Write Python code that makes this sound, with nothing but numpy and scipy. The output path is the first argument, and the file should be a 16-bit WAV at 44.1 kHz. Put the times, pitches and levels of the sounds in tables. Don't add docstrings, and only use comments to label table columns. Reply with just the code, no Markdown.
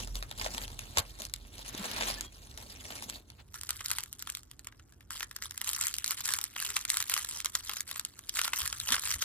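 import sys
import numpy as np
from scipy import signal
from scipy.fft import rfft, irfft, next_fast_len
from scipy.io import wavfile
from scipy.ndimage import uniform_filter1d, map_coordinates

SR = 44100
rng = np.random.default_rng(int(sys.argv[2]) if len(sys.argv) > 2 else 0)


def store_wav(level_fs):
    pcm = np.round(np.clip(np.atleast_2d(level_fs), -1, 1) * 32767)
    wavfile.write(sys.argv[1], SR, pcm.T.astype(np.int16))


N = 407484


def amp(db):
    return 10 ** (np.asarray(db) / 20)


def unit(x):
    return x / np.sqrt(np.mean(x ** 2) + 1e-20)


def along(points, hz):
    point_hz, value = np.transpose(points)
    return np.interp(np.log(hz + 1), np.log(point_hz + 1), value)


def gains(rows):
    start_s, *columns = np.transpose(rows)
    t = np.arange(N) / SR
    return [amp(np.interp(t, start_s, level_db, left=-120, right=-120)) for level_db in columns]


def filtered(x, response):
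    size = next_fast_len(N + 8192)
    hz = np.fft.rfftfreq(size, 1 / SR)
    return irfft(rfft(x, size) * response(hz), size)[..., :N]


def colour(points):
    def response(hz):
        cepstrum = irfft(np.log(amp(along(points, hz))))
        half = len(cepstrum) // 2
        cepstrum[1:half] *= 2
        cepstrum[half + 1:] = 0
        gain = np.exp(rfft(cepstrum))
        return gain / np.sqrt(np.mean(np.abs(gain) ** 2))
    return response


def pair(shape, alike):
    turn = np.arccos(np.clip(alike, 0, 1)) / 2
    a, b = rng.standard_normal((*shape, 2)).T
    left = np.cos(turn) * a + np.sin(turn) * b
    right = np.cos(turn) * a - np.sin(turn) * b
    return np.array([left, right]).swapaxes(1, -1)


def hiss(spectrum, alike):
    return unit(filtered(pair((N,), alike), lambda hz: amp(along(spectrum, hz))))


def swell(start_s, length_s):
    done = (np.arange(N) / SR - start_s) / length_s
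    return np.sin(np.pi * np.clip(done, 0, 1))


def background():
    # start_s, drone_db, table_db
    rumble_levels = [(0, -39, -49.5), (1.2, -50.5, -56), (2.3, -58, -55.5), (4.6, -67.5, -60.5),
                     (8.5, -68, -63.5), (8.65, -58, -56), (9.24, -71, -57.5)]
    # pitch_hz, level_db (per Hz)
    drone_colour = [(25, -55), (38, 0), (45, 27), (53, -22), (70, -75)]
    table_colour = [(40, -22.5), (62, 1.5), (125, -4.5), (165, -18), (250, -77)]
    air_colour = [(120, -60.5), (170, 11.5), (350, 8), (500, -2.5), (1500, -9), (12000, -62)]
    drone_gain, table_gain = gains(rumble_levels)
    low = drone_gain * hiss(drone_colour, alike=0.98) + table_gain * hiss(table_colour, alike=0.99)
    low = low * amp(1.2 * np.array([[-1], [1]]))
    return low + amp(-68.0) * hiss(air_colour, alike=0.49)


def tones(rows, wander):
    drift = wander * uniform_filter1d(rng.standard_normal(N), size=900)
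    total = np.zeros(N)
    for start_s, length_s, pitch_hz, level_db in rows:
        wave = np.sin(2 * np.pi * pitch_hz * np.arange(N) / SR + drift)
        total += amp(level_db) * swell(start_s, length_s) * wave
    return total


def bumps():
    # start_s, length_s, pitch_hz, level_db
    bump_rows = [(.97, 0.046, 83, -32), (1.745, 0.0066, 300, -35), (1.787, 0.036, 200, -37.5),
                 (8.62, 0.036, 63.5, -43), (8.9, 0.039, 245, -43.5), (9.15, 0.029, 72.1, -39)]
    return tones(bump_rows, wander=24.4)


def squeaks():
    # start_s, length_s, pitch_hz, level_db
    squeak_rows = [(2.17, .035, 1744, -45), (2.215, .09, 3289, -52), (3.12, .065, 4474, -53),
                   (6.65, .09, 408, -62)]
    return tones(squeak_rows, wander=10)


def room(x):
    # pitch_hz, decay_s (time to fall by 60 dB)
    room_decay = [(300, 0.24), (8000, 0.035)]
    hz, t, z = signal.stft(pair((SR // 4,), alike=0.06), SR, nperseg=256)
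    fading = amp(-60 * t / along(room_decay, hz)[:, None])
    tail = signal.istft(z * fading, SR, nperseg=256)[1]
    return signal.fftconvolve(x, tail / np.linalg.norm(tail[0]), axes=1)[:, :N]


def handling(held, gestures, shape):
    attack, release, depth_db = shape
    gain = gains(held)[0]
    for start_s, length_s, level_db in gestures:
        first = max(round(start_s * SR), 0)
        last = min(round((start_s + length_s) * SR), N)
        t = np.arange(first, last)
        done = (t / SR - start_s) / length_s
        slope = np.maximum(1 - done / attack, 1 - (1 - done) / release)
        gain[t] += amp(level_db - depth_db * np.clip(slope, 0, 1))
    return gain


def bursts(peak_s, level_db, rise_ms, alike, tint_db):
    panel_hz = 888
    aside_ms = .02
    t = np.arange(400) / SR * 1000
    draw = rng.random((len(peak_s), 6))
    rise = rise_ms * (.6 + draw[:, :1])
    u = t / rise
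    hz = np.fft.rfftfreq(len(t), 1 / SR)
    octave = np.log2(hz + 200)
    broad = np.cos(2 * np.pi * (draw[:, 1:2] + octave * (0.2466 + .5 * draw[:, 2:3])))
    spacing_hz = panel_hz * (1 + 2 * draw[:, 5:])
    panels = np.cos(2 * np.pi * (draw[:, 4:5] + hz / spacing_hz))
    tint = amp(tint_db * (broad + 0.67 * panels))
    ports = np.array([[[1]], [[-1]]])
    aside = np.exp(1j * np.pi * hz * aside_ms / 1000 * (2 * draw[:, 3:4] - 1) * ports)
    noise = irfft(rfft(pair((len(peak_s), len(t)), alike)) * tint * aside, len(t))
    shape = (u * np.exp(1 - u)) ** 3
    rows = noise * shape
    wanted = amp(level_db)[:, None] * np.linalg.norm(shape, axis=1, keepdims=True)
    rows = rows * wanted / np.sqrt((rows ** 2).sum(2).mean(0))[:, None]
    start = np.round(np.abs(peak_s[:, None] - rise / 1000) * SR).astype(int)
    at = start + np.arange(len(t))
    return np.array([np.bincount(at.ravel(), r.ravel(), N)[:N] for r in rows])


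def big_snaps(snaps, alike, snap_db, body_db):
    start_s, level_db, low_db = np.transpose(snaps)
    peak_s = start_s + .0017
    near = rng.random((len(peak_s), 2, 3))
    peak_s = np.append(peak_s, peak_s[:, None] + .03 * (near[..., 0] - .2))
    low_db = np.append(low_db, low_db[:, None] + 12 * near[..., 1])
    level_db = np.append(level_db, level_db[:, None] - 13 - 12 * near[..., 2])
    crack = bursts(peak_s, level_db + snap_db, rise_ms=0.752, alike=alike, tint_db=2.0)
    body = bursts(peak_s, level_db + low_db + body_db, rise_ms=2.2, alike=np.sqrt(alike), tint_db=2.0)
    crack = filtered(crack, lambda hz: (hz / (hz - 1400j)) ** 2)
    body = filtered(body, lambda hz: hz / (hz - 800j) / (1 + 1j * hz / 2200) ** 2)
    return crack + body


def patchy(x, patchy_db):
    z = signal.stft(x, nperseg=256)[2]
    field = rng.standard_normal(z.shape[1:])
    field = uniform_filter1d(field, size=6, axis=0)
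    field = uniform_filter1d(field, size=8, axis=1)
    return signal.istft(z * amp(patchy_db * unit(field)), nperseg=256)[1][:, :N]


def fine_rustle(effort, alike, spread_db, smooth, grain_ms, count):
    draw = rng.random((count, 2))
    size_db = -spread_db * np.log(draw[:, 1] + 0.12)
    small = bursts(draw[:, 0] * N / SR, size_db, rise_ms=grain_ms, alike=alike, tint_db=6.0)
    clumps = map_coordinates(rng.standard_normal(600), [np.linspace(0, 599, N)])
    mixed = unit(small) + smooth * pair((N,), alike)
    return effort * unit(amp(2.6 * clumps) * patchy(mixed, patchy_db=3))


def film(snaps, effort, spectrum, lead_ms, alike, spread_db, smooth, snap_db, body_db, grain_ms, count):
    big = big_snaps(snaps, alike, snap_db, body_db)
    rustle = fine_rustle(effort, alike, spread_db, smooth, grain_ms, count)
    direct = filtered(big + rustle, colour(spectrum))
    ports = np.array([[1], [-1]])
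    with_echo = direct + amp(-12) * room(direct)
    return filtered(with_echo, lambda hz: np.exp(1j * np.pi * hz * lead_ms / 1000 * ports))


def mailer():
    # start_s, level_db, body_db (over the level)
    mailer_snaps = [(0.0728, -30.5, -15), (0.1535, -20.5, -24), (0.2249, -25, -11), (0.3117, -26.5, -14.5),
                    (0.383, -31, -21), (0.4125, -26, -7.5), (0.4614, -27.5, -3.5), (0.5458, -30.5, -5),
                    (0.5791, -25, -10), (0.6784, -30.5, -13), (0.7163, -39, -47), (0.7906, -21.5, -36),
                    (0.9712, -16, -9.5), (0.9827, -9, -17.5), (1.1988, -27, -37), (1.2181, -23.5, -48),
                    (1.2504, -24, -45), (1.296, -36, -34), (1.3369, -19, -59), (1.4492, -51, -2),
                    (1.5803, -33, -41), (1.8417, -24.5, -13), (1.857, -29, -20), (1.9081, -34, -28),
                    (1.913, -22, -28), (1.962, -26, -5), (1.9814, -28, -11), (2.0088, -30.5, 3),
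                    (2.0215, -29, 0.5), (2.1004, -31, 0), (2.2079, -19.5, -48), (2.5745, -28.5, -12),
                    (2.9038, -32.5, -7), (3.0228, -27, -12.5), (3.0969, -22, -43), (3.3004, -31.5, -25)]
    # start_s, level_db
    mailer_held = [(0, -54.5), (.9, -52), (1.35, -62.5), (1.7, -48), (2.3, -59), (2.8, -54), (3.25, -67),
                   (3.45, -66.5)]
    # start_s, length_s, level_db (at the height)
    mailer_pushes = [(-.02, 0.076, -44.5), (0.142, 0.063, -49.5), (0.377, 0.28, -45), (1.187, 0.084, -48.5),
                     (1.749, 0.52, -46.5), (1.91, 0.03, -65), (1.945, 0.023, -69), (1.997, 0.085, -46),
                     (2.078, 0.047, -43), (2.569, 0.28, -61.5), (2.838, 0.37, -49.5)]
    # attack, release (shares of the length), depth_db (below the height at both ends)
    push_shape = (0.076, 0.39, 6.1)
    # start_s, length_s, level_db
    mailer_drags = [(1.583, 0.76, -44), (3.372, 0.059, -55.5)]
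    # pitch_hz, level_db (per Hz)
    mailer_colour = [(290, -27), (500, -6), (2890, -6), (4230, -3), (8670, -9), (10500, -8), (11800, -18),
                     (13400, -6), (15600, -52)]
    padding_colour = [(100, -32), (200, 19), (1000, -2), (3000, -19)]
    slide_colour = [(200, 0), (2300, 2.5), (4300, 1), (7000, -22)]
    effort = handling(mailer_held, mailer_pushes, push_shape)
    effort = effort + amp(-30) * swell(.955, .06) ** 2
    skin = film(mailer_snaps, effort, mailer_colour, lead_ms=0.283, alike=0.6, spread_db=4.5,
                smooth=0.75, snap_db=-4, body_db=12, grain_ms=.6, count=4000)
    drag_gain = sum(amp(level_db) * swell(start_s, length_s) ** 2
                    for start_s, length_s, level_db in mailer_drags)
    slide = drag_gain * hiss(slide_colour, alike=0.29)
    padding_gain = amp(-23.5) * effort ** 0.71 * (effort > 1e-5)
    return skin + slide + padding_gain * hiss(padding_colour, alike=0.72)


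def bag():
    # start_s, level_db, body_db (over the level)
    bag_snaps = [(3.5411, -28.5, -18), (3.611, -24.5, -24), (3.6328, -23, -28), (3.6906, -19.5, -16.5),
                 (3.705, -16.5, -20), (3.8063, -28.5, -10), (3.8585, -17.5, -27), (3.8822, -25, -23),
                 (3.903, -19.5, -13.5), (3.913, -14, -19), (3.9311, -27, -18), (3.9835, -18, -14),
                 (4.0044, -25, -39), (4.0351, -21.5, -34), (4.127, -22.5, -57), (4.1921, -29, -36),
                 (4.2227, -20.5, -25.5), (4.2717, -28, -8), (4.2987, -21, -31), (4.349, -22, -43),
                 (4.3701, -28, -22.5), (4.4314, -37, -53), (4.5122, -33, -20.5), (4.5922, -33.5, -20),
                 (4.6444, -32.5, -23.5), (4.6698, -28, -14.5), (4.7227, -48, -5), (4.795, -50, -0.5),
                 (4.9223, -46, -13), (5.0066, -42.5, -11.5), (5.105, -23.5, -16), (5.1535, -33.5, -10),
                 (5.205, -24.5, -9), (5.228, -17, -16.5), (5.3108, -28.5, -15), (5.3625, -23, -19),
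                 (5.4216, -25, -10.5), (5.5084, -24.5, -22), (5.5761, -21.5, -25), (5.6134, -16.5, -14.5),
                 (5.6432, -24.5, -31), (5.673, -19, -33), (5.69, -14, -34), (5.7314, -16, -29),
                 (5.7625, -18, -33), (5.811, -16.5, -35), (5.8678, -15, -39), (5.8813, -17, -38),
                 (5.9392, -17, -50), (5.9645, -24, -38), (5.983, -16.5, -32), (6.0421, -14.5, -33),
                 (6.0602, -21.5, -36), (6.077, -17, -35), (6.107, -14.5, -29), (6.1169, -19, -16.5),
                 (6.2555, -19, -33), (6.2884, -18.5, -16), (6.336, -11.5, -24.5), (6.386, -18.5, -16),
                 (6.4122, -21.5, -38), (6.4389, -15.5, -27.5), (6.562, -30.5, -2.5), (6.6, -18.5, -26),
                 (6.6237, -18, -16.5), (6.6626, -22, -37), (6.702, -19.5, -18), (6.765, -11, -16),
                 (6.8503, -19, -20), (6.9003, -10.5, -46), (6.9413, -19, -17), (6.9694, -14, -17),
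                 (6.9882, -32, -28), (7.002, -14.5, -21), (7.0241, -15.5, -29), (7.0797, -32, -35),
                 (7.0962, -11.5, -30), (7.1169, -21, -14), (7.1383, -10.5, -49), (7.1635, -21, -8),
                 (7.1754, -17.5, -11.5), (7.2097, -33, -30), (7.246, -18.5, -23), (7.2873, -27, -33),
                 (7.4016, -19.5, -25), (7.4453, -18, -20), (7.4571, -12.5, -21), (7.5509, -10, -22.5),
                 (7.6939, -21, -11), (7.7337, -22, -18), (7.767, -25, -8), (7.8052, -18.5, -25),
                 (7.89, -31.5, -13.5), (7.9117, -22, -16.5), (7.9585, -25.5, -15), (7.9946, -19.5, -20),
                 (8.0488, -21, -24), (8.1901, -26.5, -25), (8.2925, -17.5, -34), (8.3692, -18.5, -12.5),
                 (8.3905, -19, -7), (8.4141, -13, -23), (8.4365, -42, -3), (8.4462, -15, -18),
                 (8.4773, -19.5, -11), (8.5329, -17.5, -8), (8.6025, -23.5, -12), (8.6161, -21.5, -17),
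                 (8.6753, -18, -27), (8.7263, -19, -17), (8.7992, -17.5, -41), (8.8875, -20, -8),
                 (8.9215, -16, -9), (8.9633, -24.5, -4), (8.994, -23, -36), (9.0352, -24.5, -13),
                 (9.1223, -15.5, -40), (9.1402, -20, -43), (9.2226, -20, -8.5)]
    # start_s, level_db
    bag_held = [(3.45, -69.5), (3.77, -46.5), (4.43, -70.5), (5.05, -72.5), (5.5, -56), (6.6, -50.5),
                (7.7, -64), (8.2, -58), (8.7, -44.5), (9.24, -52.5)]
    # start_s, length_s, level_db (at the height)
    bag_squeezes = [(3.534, 0.062, -49.5), (3.847, 0.089, -46), (3.942, 0.055, -54), (4.182, 0.23, -57.5),
                    (5.101, 0.15, -44), (5.419, 0.055, -43), (5.638, 0.27, -37.5), (5.786, 0.18, -51.5),
                    (6.065, 0.083, -39.5), (6.164, 0.057, -43), (6.239, 0.14, -36), (6.535, 0.3, -43.5),
                    (6.878, 0.15, -38.5), (7.055, 0.18, -38), (7.266, 0.16, -42), (7.457, 0.046, -52),
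                    (7.519, 0.093, -45), (7.618, 0.2, -46), (7.867, 0.14, -47), (8.327, 0.15, -35.5),
                    (8.521, 0.15, -39), (8.753, 0.39, -48.5), (8.873, 0.085, -28.5), (9.036, 0.13, -36),
                    (9.183, 0.24, -36.5)]
    # attack, release (shares of the length), depth_db (below the height at both ends)
    squeeze_shape = (0.16, 0.077, 10.2)
    # pitch_hz, level_db (per Hz)
    bag_colour = [(410, -21.5), (700, -20.5), (1000, -7.5), (1330, -3), (2380, -5.5), (4000, -2),
                  (5080, -2.5), (8090, 1.5), (8870, -4.5), (10000, 0), (11700, -11), (13600, -3),
                  (16800, -40)]
    effort = handling(bag_held, bag_squeezes, squeeze_shape)
    return film(bag_snaps, effort, bag_colour, lead_ms=0.071, alike=0.73, spread_db=3.5,
                smooth=0.38, snap_db=-4, body_db=15.0, grain_ms=0.94, count=3200)


def scene():
    return background() + bumps() + squeaks() + mailer() + bag()


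def record(dry):
    return filtered(dry, lambda hz: hz < 17000)


dry = scene()
out = record(dry)
store_wav(out)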